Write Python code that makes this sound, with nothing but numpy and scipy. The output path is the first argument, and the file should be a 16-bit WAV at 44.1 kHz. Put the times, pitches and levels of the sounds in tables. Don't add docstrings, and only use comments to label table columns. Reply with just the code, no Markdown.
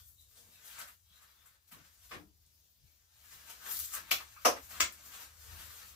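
import sys
import numpy as np
from scipy import signal
from scipy.fft import rfft, irfft
from scipy.io import wavfile
from scipy.ndimage import uniform_filter1d

SR = 44100
rng = np.random.default_rng(int(sys.argv[2]) if len(sys.argv) > 2 else 0)


def voltage_ratio(level):
    return 10 ** (np.asarray(level, float) / 20)


def unload_wav(signal):
    wavfile.write(
        sys.argv[1],
        SR,
        np.round(np.clip(np.atleast_2d(signal).T, -1, 1) * 32767).astype(np.int16),
    )


N = 262742


def at_hz(points, hz):
    points = np.array(points)
    return np.interp(np.log(hz), np.log(points[:, 0]), points[:, 1])


def rms_one(x):
    return x / np.sqrt(np.mean(x ** 2) + 1e-20)


def drift(rate_hz):
    r = np.exp(-80 * np.pi * rate_hz / SR)
    white = rng.standard_normal(N // 40 + 2002)
    slow = signal.lfilter([1], [1, -2 * r, r * r], white)[2000:]
    return np.interp(np.arange(N) / 40, np.arange(len(slow)), rms_one(slow))


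def bands(low_hz, high_hz, count):
    edges = np.geomspace(low_hz, high_hz, count + 1)
    return [(np.sqrt(a * b), signal.butter(2, [a, b], "band", fs=SR, output="sos"))
            for a, b in zip(edges, edges[1:])]


def swells(peak_s, peak_db, rise_s, fall_s, rest_db):
    roundness = 0.63
    t = np.arange(0, N + 64, 64)[:, None] / SR
    below = np.maximum((peak_s - t) / rise_s, (t - peak_s) / fall_s)
    power = voltage_ratio(2 * (peak_db - 20 * below ** roundness)).sum(1) + voltage_ratio(2 * rest_db)
    return np.interp(np.arange(N) / SR, t[:, 0], 10 * np.log10(power))


# pitch_hz, likeness [-1 to 1]
PORT_LIKENESS = [(60, 0.88), (180, 0.8), (550, 0.25), (1650, -0.22), (4970, 0.19), (15000, -0.11)]
# pitch_hz, level_db
LEFT_OVER_RIGHT = [(60, 4), (150, 7.5), (380, 0), (950, -0.5), (2380, 4), (5980, 0.5), (15000, 6)]


def stereo_band(white, hz, sos):
    mid, side = signal.sosfilt(sos, white)
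    alike = at_hz(PORT_LIKENESS, hz)
    lean = voltage_ratio(at_hz(LEFT_OVER_RIGHT, hz) / 2)
    mid, side = np.sqrt(1 + alike) * mid, np.sqrt(1 - alike) * side
    return np.array([(mid + side) * lean, (mid - side) / lean])


def air(colour, low_hz, high_hz, count, patchy_db):
    white, out = rng.standard_normal((2, 2, N)), 0
    for k, (hz, sos) in enumerate(bands(low_hz, high_hz, count)):
        gain = voltage_ratio(at_hz(colour, hz) + patchy_db * drift(12.0))
        out = out + gain * stereo_band(white[k % 2], hz, sos)
    return out / np.std(out.mean(0))


def contact_burst(t, contact_s):
    swell = t * np.exp(-t / contact_s)
    burst = rng.standard_normal(len(t)) * swell
    for _ in range(12):
        spectrum = rfft(burst)
        flat = irfft(spectrum / (abs(spectrum) + 1e-12), len(t))
        burst = swell * flat / np.sqrt(abs(uniform_filter1d(flat ** 2, size=25)) + 1e-12)
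    return burst + 1e-18


def struck(burst, colour):
    hz = np.maximum(np.fft.rfftfreq(len(burst), 1 / SR), 1)
    cepstrum = irfft(np.log(voltage_ratio(at_hz(colour, hz))))
    cepstrum[1:len(burst) // 2] *= 2
    cepstrum[len(burst) // 2 + 1:] = 0
    rung = irfft(rfft(burst) * np.exp(rfft(cepstrum)))
    return rung / np.linalg.norm(rung)


def contacts(events, colours):
    out, t = np.zeros(N), np.arange(8192) / SR
    for (start_s, peak_db, contact_s), colour in zip(events, colours):
        at = round((start_s - 0.8 * contact_s) * SR)
        out[at:at + len(t)] += voltage_ratio(peak_db + 24.0) * struck(contact_burst(t, contact_s), colour)
    return out


def grains(per_s, spread_db):
    sizes = voltage_ratio(spread_db * np.minimum(rng.exponential(1, N), 5)) * rng.choice([-1, 1], N)
    return rms_one(sizes * (rng.random(N) < per_s / SR))


# peak_s, sheen_db, rise_s, fall_s, weight_db (body over sheen)
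TIPPING = [(0.0, -63, .05, 0.013, -9), (0.08, -71.5, .3, 0.15, -54), (0.212, -69, 0.05, 0.026, -24),
           (0.284, -82, 0.11, 0.32, -37), (0.37, -72.5, 0.063, 0.24, -9), (0.54, -74, 0.35, 0.16, -11),
           (0.658, -66.5, 0.067, 0.56, -20.5), (0.748, -70.5, 0.16, .2, -2), (0.816, -60, 0.12, 0.02, 7.5),
           (0.888, -74, 0.16, 0.019, 10.5), (1.17, -82, 0.12, 0.15, 2), (1.216, -82, 0.16, 0.28, 9),
           (1.3, -90, 0.15, 0.15, 3), (1.4, -85.5, 0.14, 0.13, -2), (1.482, -88.5, 0.21, 0.02, 14),
           (1.559, -88.5, 0.065, 0.025, 16), (1.68, -70.5, 0.021, 0.024, -26), (1.79, -77, 0.1, 0.053, 7.5),
           (1.848, -75, 0.061, 0.1, 3.5), (1.95, -84.5, 0.14, .2, -8), (2.054, -69, 0.17, 0.045, -8),
           (2.095, -66.5, 0.019, 0.096, -9)]
CRUMPLING = [(2.872, -102, 0.1, 0.058, -3), (2.959, -91, 0.083, 0.043, -24.5), (3.16, -84, 0.03, 0.21, 3),
             (3.252, -73, 0.15, 0.066, -1.5), (3.325, -62.5, 0.15, 0.13, -6.5), (3.42, -75.5, 0.3, 0.27, 6),
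             (3.498, -63, 0.1, 0.12, -1.5), (3.664, -64, 0.095, 0.14, 7), (3.715, -45.5, 0.069, 0.078, -59),
             (3.765, -49, 0.036, 0.037, -30), (3.802, -51.5, 0.014, 0.084, -16),
             (3.85, -49.5, 0.078, 0.074, -30), (3.941, -49, 0.094, 0.026, -18),
             (3.966, -57.5, 0.065, 0.036, 9), (4.095, -67.5, 0.22, 0.16, 7), (4.21, -64.5, 0.15, 0.045, -2),
             (4.32, -76.5, 0.19, .1, -2), (4.42, -71.5, 0.17, 0.32, -1.5)]
SMOOTHING = [(4.632, -69, 0.14, 0.57, -18), (4.705, -59.5, 0.012, 0.24, -0.5),
             (4.76, -70.5, 0.077, 0.13, 12.5), (4.97, -84, .2, 0.27, -16.5), (5.06, -68, 0.16, 0.25, -10),
             (5.142, -64, 0.088, 0.13, 3), (5.226, -63.5, 0.33, 0.1, -0.5), (5.4, -69.5, 0.16, 0.97, -22),
             (5.602, -64, 0.43, 0.52, 0.5), (5.779, -64.5, 0.47, 0.085, -7), (5.818, -69, 0.036, 0.055, 8),
             (5.89, -64, 0.31, 0.096, -18)]
# peak_s, peak_db, rise_s, fall_s
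LEANS = [(0.369, -81, 0.038, 0.23), (0.47, -82.5, 0.13, 0.18), (0.66, -89, 0.093, 0.13),
         (1.45, -102, 0.09, 0.17), (1.798, -91, 0.17, 0.15), (3.35, -85, 0.084, 0.12),
         (3.5, -79.5, 0.11, 0.093), (3.67, -74, 0.088, 0.13), (3.98, -73.5, 0.1, 0.13),
         (4.73, -75, 0.082, 0.25), (5.06, -80, 0.18, 0.09), (5.2, -79.5, 0.07, 0.13),
         (5.54, -78.5, 0.28, 0.69), (5.92, -84, 0.4, .2)]
# low_hz, high_hz
RUB_BANDS = [(11000, 15000), (4000, 8000), (1000, 2000), (250, 600)]
# pitch_hz, level_db
RUB_COLOUR = [(90, -5), (200, 1), (360, -5.5), (580, -1), (800, -5), (1250, -1.5), (2300, 3), (3600, 13),
              (5500, 19.5), (7500, 16), (9500, 1.5), (12500, 1), (15500, -2.3)]


def rubbing():
    still_db = -104
    peak_s, sheen_db, rise_s, fall_s, weight_db = np.transpose(TIPPING + CRUMPLING + SMOOTHING)
    rasp_db = -20.5 + 0.17 * weight_db
    hum_db = -19.5 + 0.59 * weight_db
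    levels = np.array([swells(peak_s, sheen_db + over_db, rise_s, fall_s, still_db)
                       for over_db in (0 * weight_db, rasp_db, weight_db, hum_db)])
    lean_db = swells(*np.transpose(LEANS), still_db)
    levels[3] = 10 * np.log10(voltage_ratio(2 * levels[3]) + voltage_ratio(2 * lean_db))

    width_db = 10 * np.log10([[2 * (high - low) / SR] for low, high in RUB_BANDS])
    density_db = (levels - width_db)[::-1]
    centres = np.log([np.sqrt(low * high) for low, high in RUB_BANDS])[::-1]
    slips, together, out = grains(7000, spread_db=3.0), drift(3.04), 0
    for k, (hz, sos) in enumerate(bands(90, 18000, count=23)):
        shares = [np.interp(np.log(hz), centres, row) for row in np.eye(4)]
        patch_db = 1.2 * together + 1.3 * drift(8)
        gain = voltage_ratio(shares @ density_db + at_hz(RUB_COLOUR, hz) + patch_db)
        out = out + (-1) ** k * signal.sosfilt(sos, gain * slips)
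    return out


# peak_s, peak_db, spread_s (for 20 dB)
GUSTS = [(0.0, -59, 0.25), (0.23, -68.5, 1.1), (0.46, -64, 0.05), (0.81, -71, 0.6), (1.13, -69, 0.5),
         (1.45, -68, 0), (1.78, -78, 0.5), (2.04, -66, 0), (2.18, -61.5, 0.46), (2.45, -66, -3.5),
         (2.6, -72.5, -0.2), (2.845, -59.5, 0.02), (3.07, -83, 3), (3.22, -66.5, -0.6), (3.37, -62, 0.2),
         (3.6, -71, -0.7), (3.82, -58, 0.17), (3.98, -63, -0.2), (4.13, -54.5, -0.7), (4.4, -69, -3.8),
         (4.66, -62.5, 1.8), (4.83, -49, -0.24), (5.1, -70, -1.6), (5.28, -66, -1.5), (5.531, -51.5, 0.28),
         (5.68, -53.5, -0.6), (5.93, -64, 0.4)]
# pitch_hz, level_db (per Hz)
RUMBLE_COLOUR = [(12, -54), (25, -33), (54, -11.5), (70, -3), (87, -6.5), (118, -31), (140, -18),
                 (180, -47), (310, -120)]


def rumble():
    lows = air(RUMBLE_COLOUR, 21.0, 149.0, count=7, patchy_db=-3.0)
    swing = uniform_filter1d(np.mean(lows ** 2, 0), size=1800)
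    evened = rms_one(lows / (swing + 0.05) ** 0.28)
    peak_s, peak_db, spread_s = np.transpose(GUSTS)
    spread_s = np.maximum(spread_s, 0.07)
    return voltage_ratio(swells(peak_s, peak_db, spread_s, spread_s, rest_db=-82)) * evened


# pitch_hz, level_db (per Hz)
HISS_COLOUR = [(65, -39), (110, -10), (200, -22), (310, -21), (683, -21), (1040, -22), (1740, -21),
               (3400, -25), (4710, -27), (7000, -22), (9500, -19), (12000, -10), (15700, -8.5)]


def hiss():
    return voltage_ratio(-73.5) * air(HISS_COLOUR, 100, 17500, count=15, patchy_db=2.2)


# peak_s, peak_db, rise_s, fall_s, centre_hz
SQUEAKS = [(0.012, -70, 0.03, 0.06, 3500), (0.19, -70, 0.05, 0.11, 3850), (0.385, -72, .04, 0.07, 3520),
           (0.55, -73, 0.06, .12, 3750), (0.56, -75, 0.05, .1, 2550), (1.1, -72, .08, 0.12, 3280),
           (1.145, -67, 0.09, 0.07, 3900), (1.385, -70, 0.07, 0.1, 3520), (1.67, -77, 0.03, 0.03, 7000),
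           (2.875, -79, 0.07, 0.05, 2350)]


def squeaks(width_hz):
    climb_hz_per_s = 500
    out, t = np.zeros(N), np.arange(N) / SR
    lowpass = signal.butter(2, width_hz / 2, fs=SR, output="sos")
    pair = signal.sosfilt(lowpass, rng.standard_normal((2, N)))
    for peak_s, peak_db, rise_s, fall_s, hz in SQUEAKS:
        centre_hz = hz + climb_hz_per_s * np.clip(t - peak_s, -rise_s, 0)
        turn = 2 * np.pi * np.cumsum(centre_hz) / SR
        level_db = swells(peak_s, peak_db, rise_s, fall_s, rest_db=-140)
        carried = rms_one(pair[0] * np.cos(turn) + pair[1] * np.sin(turn))
        out += voltage_ratio(level_db + 2.1 * drift(25)) * carried
    return out


# start_s, peak_db, contact_s
CREASES = [(0.092, -58, 0.0055), (0.383, -61, 0.0051), (0.649, -51, 0.0045), (0.789, -33, 0.0047),
           (0.813, -56, 0.0063), (0.874, -43, 0.0051), (1.219, -49, 0.0069), (1.459, -47.5, 0.0065),
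           (3.33, -51, 0.0049), (3.499, -40, 0.005), (3.714, -31.5, 0.0045), (3.791, -35.5, 0.005),
           (3.849, -59, 0.0034), (3.934, -28, 0.0052), (4.693, -40.5, 0.0054), (4.924, -42, 0.0017)]
# pitch_hz, level_db (per Hz)
CREASE_COLOUR = [(180, -66), (300, -22), (1000, -4.5), (1300, 2.5), (4650, -17), (8010, 4.5), (8840, -1.5),
                 (12900, 3.5), (15500, -5)]


def creases():
    return contacts(CREASES, [CREASE_COLOUR] * len(CREASES))


# start_s, peak_db, contact_s
KNOCKS = [
    (1.716, -42.5, 0.0082),
    (2.113, -37.5, 0.0057),
    (2.134, -41.5, 0.0082),
    (4.111, -18.5, 0.0026),
    (4.361, -46.5, 0.0018),
    (4.451, -12.5, 0.0034),
    (4.562, -41, 0.0015),
    (4.802, -19, 0.0026),
]
# start_s, peak_db, contact_s
THUDS = [
    (1.745, -55, 0.0146),
    (2.148, -44.5, 0.026),
]
# pitch_hz, level_db (per Hz)
PAT = [(65, -17), (110, 7), (237, -1), (414, -21), (1190, -1), (3490, -7), (5980, -11), (12900, -6.5),
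       (15500, -6)]
SET_DOWN = [(65, -34), (110, -14), (553, -4), (820, -3), (872, -12), (1100, 2.5), (1320, -5), (1660, -0.5),
            (15500, -29)]
FLICK = [(65, -54), (110, -18.5), (405, -18.5), (786, -10), (890, -20), (1100, -1.5), (1660, -8),
         (2200, -5.5), (2400, -4), (2840, 0.5), (4500, -3), (7210, -6.5), (9050, -15.5), (12900, -6),
         (15500, -8)]
TICK = [(350, -64), (600, -44), (886, -17), (1250, 3), (1910, -21), (2560, -8), (3080, -34), (4360, -24),
        (8000, -36), (10400, -73), (17600, -120)]
TRAY = [(65, -61), (110, -35), (279, -8.5), (400, -10), (510, -0.5), (626, -1), (694, 1.5), (754, -2),
        (909, -5.5), (1270, 0), (1460, -11.5), (2610, -12), (4120, -20), (5860, -6.5), (7060, -20.5),
        (12100, -21), (15500, -24)]
REBOUND = [(120, -57), (200, -42), (333, -19), (1260, 3), (1430, -2), (2290, -4), (2960, -9), (15500, -28)]
SLAP = [(65, -43.5), (110, -25.5), (213, -14.5), (653, -10.5), (837, -17), (1010, -3), (2700, -1),
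        (3790, -7.5), (8160, -3), (9830, -25.5), (11600, -18), (15500, -11)]
BENCH = [(47, -32), (80, -6), (136, -14.5), (186, -7.5), (233, -15), (286, -6), (474, -17), (1500, -25),
         (1950, -72), (3300, -120)]


def knocks_and_thuds():
    bodies = [PAT, SET_DOWN, SET_DOWN, FLICK, TICK, TRAY, REBOUND, SLAP]
    return contacts(KNOCKS + THUDS, bodies + [BENCH, BENCH])


# pitch_hz, level_db, t60_s
BENCH_RING = (300, -55, 0.35)


def bench_ring():
    hz, level_db, t60_s = BENCH_RING
    t = np.clip(np.arange(N) / SR - THUDS[1][0], 0, None)
    level = voltage_ratio(level_db - 60 * t / t60_s + 3.3 * drift(17))
    return level * (1 - np.exp(-t / 0.027)) * np.sin(2 * np.pi * hz * t)


# start_s, peak_db, contact_s
SEEDS = [
    (2.4026, -74, 0.0003),
    (2.464, -68, 0.0003),
]
# pitch_hz, level_db (per Hz)
SEED_COLOUR = [(1000, -50), (5000, -20), (7000, 0), (10500, -2), (12500, -20), (15500, -30)]


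def seeds():
    return contacts(SEEDS, [SEED_COLOUR] * len(SEEDS))


# start_s, peak_db, contact_s
FIBRES = [(3.7155, -44.5, 0.00021), (3.723, -52, 0.00015), (3.746, -44, 0.00015), (3.7694, -39, 0.00017),
          (3.7913, -33.5, 0.00015), (3.8, -35, 0.00022), (3.878, -50, 0.00018), (3.9378, -45, 0.00026),
          (3.952, -35, 0.00023), (4.925, -52, 0.00019)]
# pitch_hz, level_db (per Hz)
FIBRE_COLOUR = [(300, -46), (2000, -30), (6000, -8), (12900, -1), (15500, 1)]


def fibres():
    return contacts(FIBRES, [FIBRE_COLOUR] * len(FIBRES))


# start_s, peak_db, contact_s
CRACKS = [
    (4.1147, -26.5, 0.000425),
    (4.8056, -24, 0.00033),
]
# start_s, peak_db, contact_s
SETTLE = [
    (4.205, -46.5, 0.006),
]
# pitch_hz, level_db (per Hz)
SNAP = [(110, -27), (500, -22), (1100, -8), (1900, -10.5), (2350, 4.5), (2750, 2.5), (3300, -6),
        (7000, -22), (15500, -23)]


def cracks_and_settle():
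    return contacts(CRACKS + SETTLE, [SNAP, SLAP, REBOUND])


def direct(x, level_db, lag):
    return voltage_ratio(level_db) * np.array([voltage_ratio(3.0) * np.roll(x, lag), voltage_ratio(-6.0) * x])


# pitch_hz, t60_s
SHED_RING = [(200, 0.29), (530, 0.23), (1390, 0.2), (3680, 0.21), (9700, 0.19)]


def shed(x, fill_cycles, count):
    spot_s, tail_cut_s = 0.03, 0.2
    t = np.arange(SR // 2) / SR
    white, echoes = rng.standard_normal((2, 2, count, len(t))), 0
    for k, (hz, sos) in enumerate(bands(60, 19000, count=16)):
        dying = voltage_ratio(-60 * t / at_hz(SHED_RING, hz))
        dying = dying * (1 - np.exp(-t / (0.0017 + fill_cycles / hz)))
        dying = dying * np.exp(-(t / (tail_cut_s + 15 / hz)) ** 4)
        echoes = echoes + stereo_band(white[k % 2], hz, sos) * dying / np.linalg.norm(dying)
    echoes = echoes / np.sqrt(2)
    spot = np.arange(N) / SR / spot_s
    away = [abs((spot - k + count / 2) % count - count / 2) for k in range(count)]
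    shares = np.sqrt(np.clip(1 - np.array(away), 0, 1))
    return signal.fftconvolve((x * shares)[None], echoes, axes=2)[:, :, :N].sum(1)


# middle_s, depth_db, half_span_s
LULLS = [(1.03, -5, 0.079), (1.62, -4, 0.062), (2.29, -1.5, 0.059), (3.06, -3, .09), (3.89, -3.5, 0.034),
         (5.33, -2.5, 0.061)]


def gate():
    t = np.arange(N) / SR
    return voltage_ratio(sum(depth_db * np.exp(-((t - middle_s) / half_span_s) ** 4)
                   for middle_s, depth_db, half_span_s in LULLS))


def scene():
    paper = voltage_ratio(7.5) * rubbing() + voltage_ratio(4.0) * squeaks(width_hz=300) + voltage_ratio(-6.5) * creases()
    bench = knocks_and_thuds()
    snaps = seeds() + fibres() + cracks_and_settle()
    straight = direct(paper, -4.5, lag=2) + direct(bench, -13.0, lag=3) + direct(snaps, -0.38, lag=3)
    ringing = shed(bench + snaps + paper, fill_cycles=0.31, count=10)
    return gate() * (straight + bench_ring() + hiss() + ringing) + rumble()


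def roll_off(x):
    return signal.sosfilt(signal.butter(12, 16650, fs=SR, output="sos"), x)


def record(dry):
    notched = signal.lfilter(*signal.iirnotch(9700, 9.0, fs=SR), dry)
    housed = dry + 0.21 * (notched - dry)
    top_cut = signal.ellip(9, 0.5, 50, 15560, fs=SR, output="sos")
    return roll_off(signal.sosfilt(top_cut, housed))


dry = scene()
out = record(dry)
unload_wav(out)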